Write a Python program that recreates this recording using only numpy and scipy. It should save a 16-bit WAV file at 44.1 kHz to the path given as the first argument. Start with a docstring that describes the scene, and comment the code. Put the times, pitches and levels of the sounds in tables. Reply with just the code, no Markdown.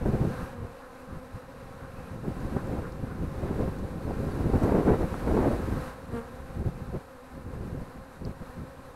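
"""Wind buffets the microphone port over the hum of a honeybee swarm being coaxed into a hive.
Turbulence gives a low rumble and a rush that brightens as the flow grows. Dozens of bees hang in
the air, each buzzing at its own wingbeat rate; single ones dart past with a slight Doppler drop.
The beekeeper makes soft swishes and ticks, a far bird chirps. Air hiss and a faint whine lie beneath."""
import sys
import numpy as np
from scipy import signal
from scipy.fft import rfft, irfft
from scipy.io import wavfile
from scipy.ndimage import uniform_filter1d

SR = 44100
rng = np.random.default_rng(int(sys.argv[2]) if len(sys.argv) > 2 else 0)


def master_out(mix):
    """Clip the mix to full scale and print it as 16-bit PCM to the path in sys.argv[1]."""
    frames = np.transpose(np.atleast_2d(mix))
    ceiling = np.clip(frames, -1, 1)
    pcm = np.round(ceiling * 32767).astype(np.int16)
    wavfile.write(sys.argv[1], SR, pcm)


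N = 394694
TIME_S = np.arange(N) / SR
BINS_HZ = np.fft.rfftfreq(N, 1 / SR)

# breeze rumble at the port: t/s, level/dB
BREEZE_LEVEL = [(0.0, -35), (0.08, -29), (0.68, -50.5), (0.8, -61), (1.6, -50), (2.18, -43), (2.43, -36),
                (2.95, -37.5), (3.93, -36.5), (4.55, -28.5), (5.12, -36), (5.76, -32.5), (5.93, -49.5),
                (6.92, -40.5), (7.04, -58.5), (7.28, -59), (7.54, -37.5), (7.82, -39), (7.92, -51),
                (8.95, -51)]
# gusts: t/s, rumble level/dB, half width/s, rush re rumble/dB
WIND_GUSTS = [(0.061, -24, 0.0064, -4), (0.142, -26.5, 0.012, -7), (0.231, -25.5, 0.034, -4.5),
              (0.427, -35, 0.0062, -12), (0.643, -34.5, 0.014, -5), (1.136, -37, 0.031, -11),
              (1.355, -38, 0.018, -18), (1.841, -37.5, .015, -9), (2.125, -31.5, 0.0094, -16),
              (2.279, -28, 0.029, -5), (2.44, -31, 0.018, -17), (2.569, -29, 0.0057, 2),
              (2.74, -34, 0.042, 3), (3.04, -32, 0.014, -5), (3.232, -30.5, 0.032, -11),
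              (3.488, -36, 0.054, 4), (3.613, -26, 0.028, -3), (3.684, -27, 0.0095, -1.5),
              (3.842, -32, .01, -13), (4.1, -32, 0.022, -1), (4.656, -32.5, 0.039, 6),
              (4.764, -30, 0.077, 6), (4.887, -23.5, 0.013, 6), (4.934, -24, 0.019, 3),
              (5.028, -29, 0.023, -1), (5.298, -26, 0.029, -1), (5.427, -29.5, 0.088, 5.5),
              (5.778, -34, .012, -4), (6.147, -33, 0.023, -4.5), (6.435, -49, 0.018, -23),
              (6.601, -32.5, 0.037, -8), (6.67, -22.5, 0.014, -9.5), (6.951, -30, 0.018, -3.5),
              (7.369, -35, 0.019, -10), (7.972, -41, 0.0077, -19), (8.263, -34.5, 0.041, -5.5),
              (8.419, -35, .012, -12), (8.603, -34.5, 0.024, -12)]
# wind rumble: f/Hz, relative density/dB
RUMBLE_SPECTRUM = [(15, -8.5), (30, -3), (70, -0.5), (140, -3), (220, -7), (350, -22), (700, -42),
                   (2000, -64)]
# wind rush: f/Hz, relative density/dB
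RUSH_SPECTRUM = [(60, -40), (150, -5.5), (240, -1), (400, -1.5), (560, -7.5), (800, -13), (1200, -22.5),
                 (2000, -32.5), (4000, -57), (10000, -81)]
# common swell of swarm, air and whine: t/s, level/dB
BED_SWELL = [(0.0, -64.5), (0.33, -58.5), (0.45, -60.5), (0.55, -67.5), (2.18, -66), (2.55, -61.5),
             (2.82, -64), (3.0, -65.5), (3.55, -62), (3.9, -64), (4.65, -58.5), (5.88, -58.5), (5.97, -66),
             (6.72, -65), (7.2, -67.5), (7.7, -66.5), (8.95, -67)]
# swarm hum: t/s, level re swell/dB
SWARM_LEVEL = [(0.0, 18.5), (8.95, 16.5)]
# buzz of a bee in the swarm: harmonic number, relative level/dB
FAR_HARMONICS = [(1, -4.5), (2, 0.5), (3, -8), (4, -6.5), (5, -11), (6, -12), (7, -15.5), (8, -19.5),
                 (10, -20), (13, -31.5), (16, -32), (24, -32.5)]
# outdoor air and microphone hiss: f/Hz, relative density/dB
AIR_SPECTRUM = [(25, 6.5), (170, -4), (340, -3.5), (650, -3.5), (1100, -5), (1600, -8), (2100, -18),
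                (3200, -25.5), (3900, -19.5), (5500, -28.5), (8700, -25.5), (10000, -30), (11500, -23.5),
                (14000, -37.5)]
# suit and smoker swishes: t/s, level/dB, half width/s
KEEPER_SWISHES = [(0.389, -48, 0.055), (0.846, -52, 0.023), (1.134, -53.5, 0.045), (1.841, -50, 0.023),
                  (2.589, -44, 0.021), (2.856, -44.5, 0.021), (3.122, -51, .025), (6.22, -52, 0.014),
                  (6.884, -60, 0.024)]
# close passes: t/s, wingbeat f/Hz, level/dB, half width/s
BEE_PASSES = [(0.599, 237, -45, 0.055), (0.851, 252, -54, .05), (0.989, 262.4, -55, 0.054),
              (1.26, 254, -52.5, .08), (1.72, 260, -67, 0.059), (2.839, 234.7, -45, 0.05),
              (5.03, 239.6, -50, .06), (5.78, 248.3, -47.5, .07), (6.17, 231.7, -33, 0.027),
              (6.29, 239.4, -50.5, 0.051), (7.17, 249, -58, 0.058), (7.92, 256, -71, 0.049),
              (8.50, 247.4, -52, .07)]
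# buzz of a close bee: harmonic number, relative level/dB
NEAR_HARMONICS = [(1, 4), (2, 3), (3, -9), (5, -11.5), (7, -17), (10, -27), (24, -45)]
# air torn by the wing tips: f/Hz, relative density/dB
WING_SPECTRUM = [(400, 2), (1100, 20), (2000, 6), (3500, -1), (6000, -6), (8500, 0), (11500, -2),
                 (15000, -13)]
# far chirps: t/s, centre f/Hz, glide/(Hz/s), level/dB, half width/s
BIRD_CHIRPS = [(1.985, 2570, 1500, -64, .016), (2.07, 2500, -500, -65, .024),
               (4.32, 4500, -3000, -64, .012)]
# light contacts: t/s, peak level/dB, low f/Hz, high f/Hz, decay/s
KEEPER_TICKS = [(2.404, -50, 4000, 8000, .002), (2.670, -50, 7000, 9500, .002),
                (2.921, -50, 4000, 6200, .003), (3.785, -51, 3800, 7200, .012),
                (4.632, -45, 5000, 12000, .012), (5.1419, -22, 650, 1900, 0.0004),
                (8.251, -38, 4000, 5500, 0.0009)]


def from_db(db):
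    """Decibels to gain."""
    return 10 ** (np.asarray(db) / 20)


def unit_rms(x):
    """Scale to rms 1."""
    return x / np.sqrt(np.mean(x ** 2) + 1e-20)


def curve(points):
    """Time curve, linearly interpolated per sample."""
    return np.interp(TIME_S, *np.transpose(points))


def log_interp(points, at):
    """Spectrum interpolated on a log axis."""
    place, value = np.transpose(points)
    return np.interp(np.log(at + 1e-9), np.log(place), value)


def drift(rate_hz, hop=100):
    """Smooth random wander, rms 1."""
    pole = np.exp(-2 * np.pi * rate_hz * hop / SR)
    white = rng.standard_normal(N // hop + 1002)
    slow = signal.lfilter([1], [1, -2 * pole, pole * pole], white)[1000:]
    return np.interp(np.arange(N) / hop, np.arange(len(slow)), unit_rms(slow))


def noise(spectrum):
    """Coloured noise, rms 1."""
    gain = from_db(log_interp(spectrum, BINS_HZ))
    return unit_rms(irfft(rfft(rng.standard_normal(N)) * gain, N))


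def levelled(x, size=3000):
    """Hold short-term rms at 1."""
    power = uniform_filter1d(uniform_filter1d(x * x, size), size // 2)
    return x / np.sqrt(power + 1e-12)


def bandpass(x, low_hz, high_hz):
    """Butterworth band-pass."""
    return signal.sosfilt(signal.butter(3, [low_hz, high_hz], "band", fs=SR, output="sos"), x)


def airflow(fresh_db=-30.5, share_db=-3, share_growth=0.45):
    """Rumble and rush in dB: rush gains share as the breeze freshens; gusts add bell-shaped swells."""
    breeze_db = curve(BREEZE_LEVEL)
    rumble_power = from_db(breeze_db) ** 2
    rush_power = rumble_power * from_db(share_db + share_growth * (breeze_db - fresh_db)) ** 2
    for t_s, db, half_s, rush_db in WIND_GUSTS:
        span = np.abs(TIME_S - t_s) < 4 * half_s
        gust_power = from_db(db) ** 2 * np.exp(-((TIME_S[span] - t_s) / half_s) ** 2)
        rumble_power[span] += gust_power
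        rush_power[span] += gust_power * from_db(rush_db) ** 2
    return 10 * np.log10(rumble_power), 10 * np.log10(rush_power)


def wind(lump_db, lump_hz, sway_db, sway_hz, bright_hz, brightening, strong_db):
    """Port turbulence sways and comes in lumps; stronger flow sheds smaller, brighter eddies."""
    rumble_db, rush_db = airflow()
    lumps = from_db(lump_db * drift(lump_hz))
    rumble = from_db(rumble_db + sway_db * drift(sway_hz)) * levelled(noise(RUMBLE_SPECTRUM))
    rush = levelled(noise(RUSH_SPECTRUM))
    small_eddies = irfft(rfft(rush) * BINS_HZ ** 4 / (BINS_HZ ** 4 + bright_hz ** 4), N)
    rush += small_eddies * (from_db(brightening * (rush_db - strong_db)) - 1)
    return lumps * (rumble + from_db(rush_db) * rush)


def wingbeats(beat_hz, harmonics, count=24, size=2048):
    """One bee: its own stroke shape, repeated at the wingbeat rate."""
    gains = from_db(log_interp(harmonics, np.arange(1, count + 1)))
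    partials = gains * np.exp(2j * np.pi * rng.random(count))
    stroke = unit_rms(irfft(np.append(0, partials), size))
    index = (np.cumsum(beat_hz) * (size / SR)).astype(int)
    return stroke[index % size]


def swarm(beat_hz, spread, lag, wander, wander_hz, roam_db, roam_hz, count=64):
    """Each bee has its own pitch, bends it as it steers, and fades as it roams near and far."""
    out = np.zeros(N)
    for offset in np.linspace(-1, 1, count):
        slowing = lag * min(offset, 0) ** 4   # a few bees beat well below the rest
        pitch_hz = beat_hz * (1 + spread * offset - slowing + wander * drift(wander_hz))
        nearness = from_db(roam_db * np.tanh(drift(roam_hz) / 2))
        out += nearness * wingbeats(pitch_hz, FAR_HARMONICS)
    return from_db(curve(SWARM_LEVEL)) * levelled(out, size=12000)


def air(gain_db):
    """Steady outdoor air and microphone hiss."""
    return from_db(gain_db) * noise(AIR_SPECTRUM)


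def whine(level_db, f_hz):
    """Faint electronic tone with slight phase wander."""
    phase = 2 * np.pi * f_hz * TIME_S + .5 * drift(rate_hz=25)
    return from_db(level_db) * np.sqrt(2) * np.sin(phase)


def swishes(low_hz, high_hz):
    """Suit and smoker: short, smooth puffs of midrange noise."""
    out = np.zeros(N)
    for t_s, db, half_s in KEEPER_SWISHES:
        span = np.abs(TIME_S - t_s) < 4 * half_s
        bell = np.exp(-.5 * ((TIME_S[span] - t_s) / half_s) ** 2)
        puff = bell * bandpass(rng.standard_normal(SR)[:len(bell)], low_hz, high_hz)
        out[span] += from_db(db) * puff * np.sqrt(np.sum(bell ** 2) / np.sum(puff ** 2))
    return out


def close_bees(doppler, waver, hiss_db, hiss_growth, closest_db):
    """A passing bee is loudest when nearest and drops slightly in pitch as it leaves."""
    out = np.zeros(N)
    steering = waver * drift(rate_hz=7.64)
    hiss = noise(WING_SPECTRUM)
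    for t_s, beat_hz, db, half_s in BEE_PASSES:
        span = np.abs(TIME_S - t_s) < 10 * half_s
        along = (TIME_S[span] - t_s) / half_s
        distance = np.sqrt(1 + along ** 2)
        pitch_hz = beat_hz * (1 - doppler * along / distance + steering[span])
        strokes = 1 + np.cos(2 * np.pi * np.cumsum(pitch_hz) / SR)
        # nearer bees carry more hiss on each stroke
        tip_hiss = from_db(hiss_db + hiss_growth * (db - closest_db)) * strokes * hiss[span]
        buzz = wingbeats(pitch_hz, NEAR_HARMONICS)
        out[span] += from_db(db) * (buzz + tip_hiss) / np.sqrt(1 + along ** 4)
    return out


def bird():
    """Each chirp is a short gliding whistle."""
    out = np.zeros(N)
    for t_s, f_hz, glide_hz_per_s, db, half_s in BIRD_CHIRPS:
        span = np.abs(TIME_S - t_s) < 4 * half_s
        dt_s = TIME_S[span] - t_s
        bell = np.exp(-.5 * (dt_s / half_s) ** 2)
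        phase = 2 * np.pi * dt_s * (f_hz + glide_hz_per_s * dt_s / 2)
        out[span] += from_db(db) * np.sqrt(2) * bell * np.sin(phase)
    return out


def ticks(size=4096):
    """Each contact is a dying burst in one broad resonance."""
    out = np.zeros(N)
    for t_s, peak_db, low_hz, high_hz, decay_s in KEEPER_TICKS:
        burst = rng.standard_normal(size) * np.exp(-TIME_S[:size] / decay_s)
        tick = bandpass(burst, low_hz, high_hz)
        start = round(t_s * SR)
        out[start:start + size] += from_db(peak_db) * tick / np.abs(tick).max()
    return out


def scene():
    """Mono mix: a bed of swarm and air under wind, close bees and small sounds."""
    swell_db = curve(BED_SWELL)
    hum = swarm(beat_hz=260.06, spread=.04, lag=.07, wander=.032, wander_hz=3, roam_db=6.5, roam_hz=1.75)
    bed = hum + air(gain_db=16)
    flutter_db = 0.7 * drift(rate_hz=9.4)
    bed *= from_db(swell_db + flutter_db)
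    passes = close_bees(doppler=.012, waver=0.00836, hiss_db=-19, hiss_growth=0.31, closest_db=-28)
    tone = whine(level_db=swell_db - 14.5, f_hz=9525)
    buffeting = wind(lump_db=2.5, lump_hz=31, sway_db=1.68, sway_hz=22,
                     bright_hz=540, brightening=0.45, strong_db=-24.5)
    small_sounds = swishes(low_hz=960, high_hz=1600) + bird() + ticks()
    return (buffeting + bed + tone + passes + small_sounds)[None]


def record(dry):
    """Steep elliptic low-pass."""
    cutoff_hz = 15700
    return signal.sosfilt(signal.ellip(12, .1, 80, cutoff_hz, fs=SR, output="sos"), dry)


dry = scene()
out = record(dry)
master_out(out)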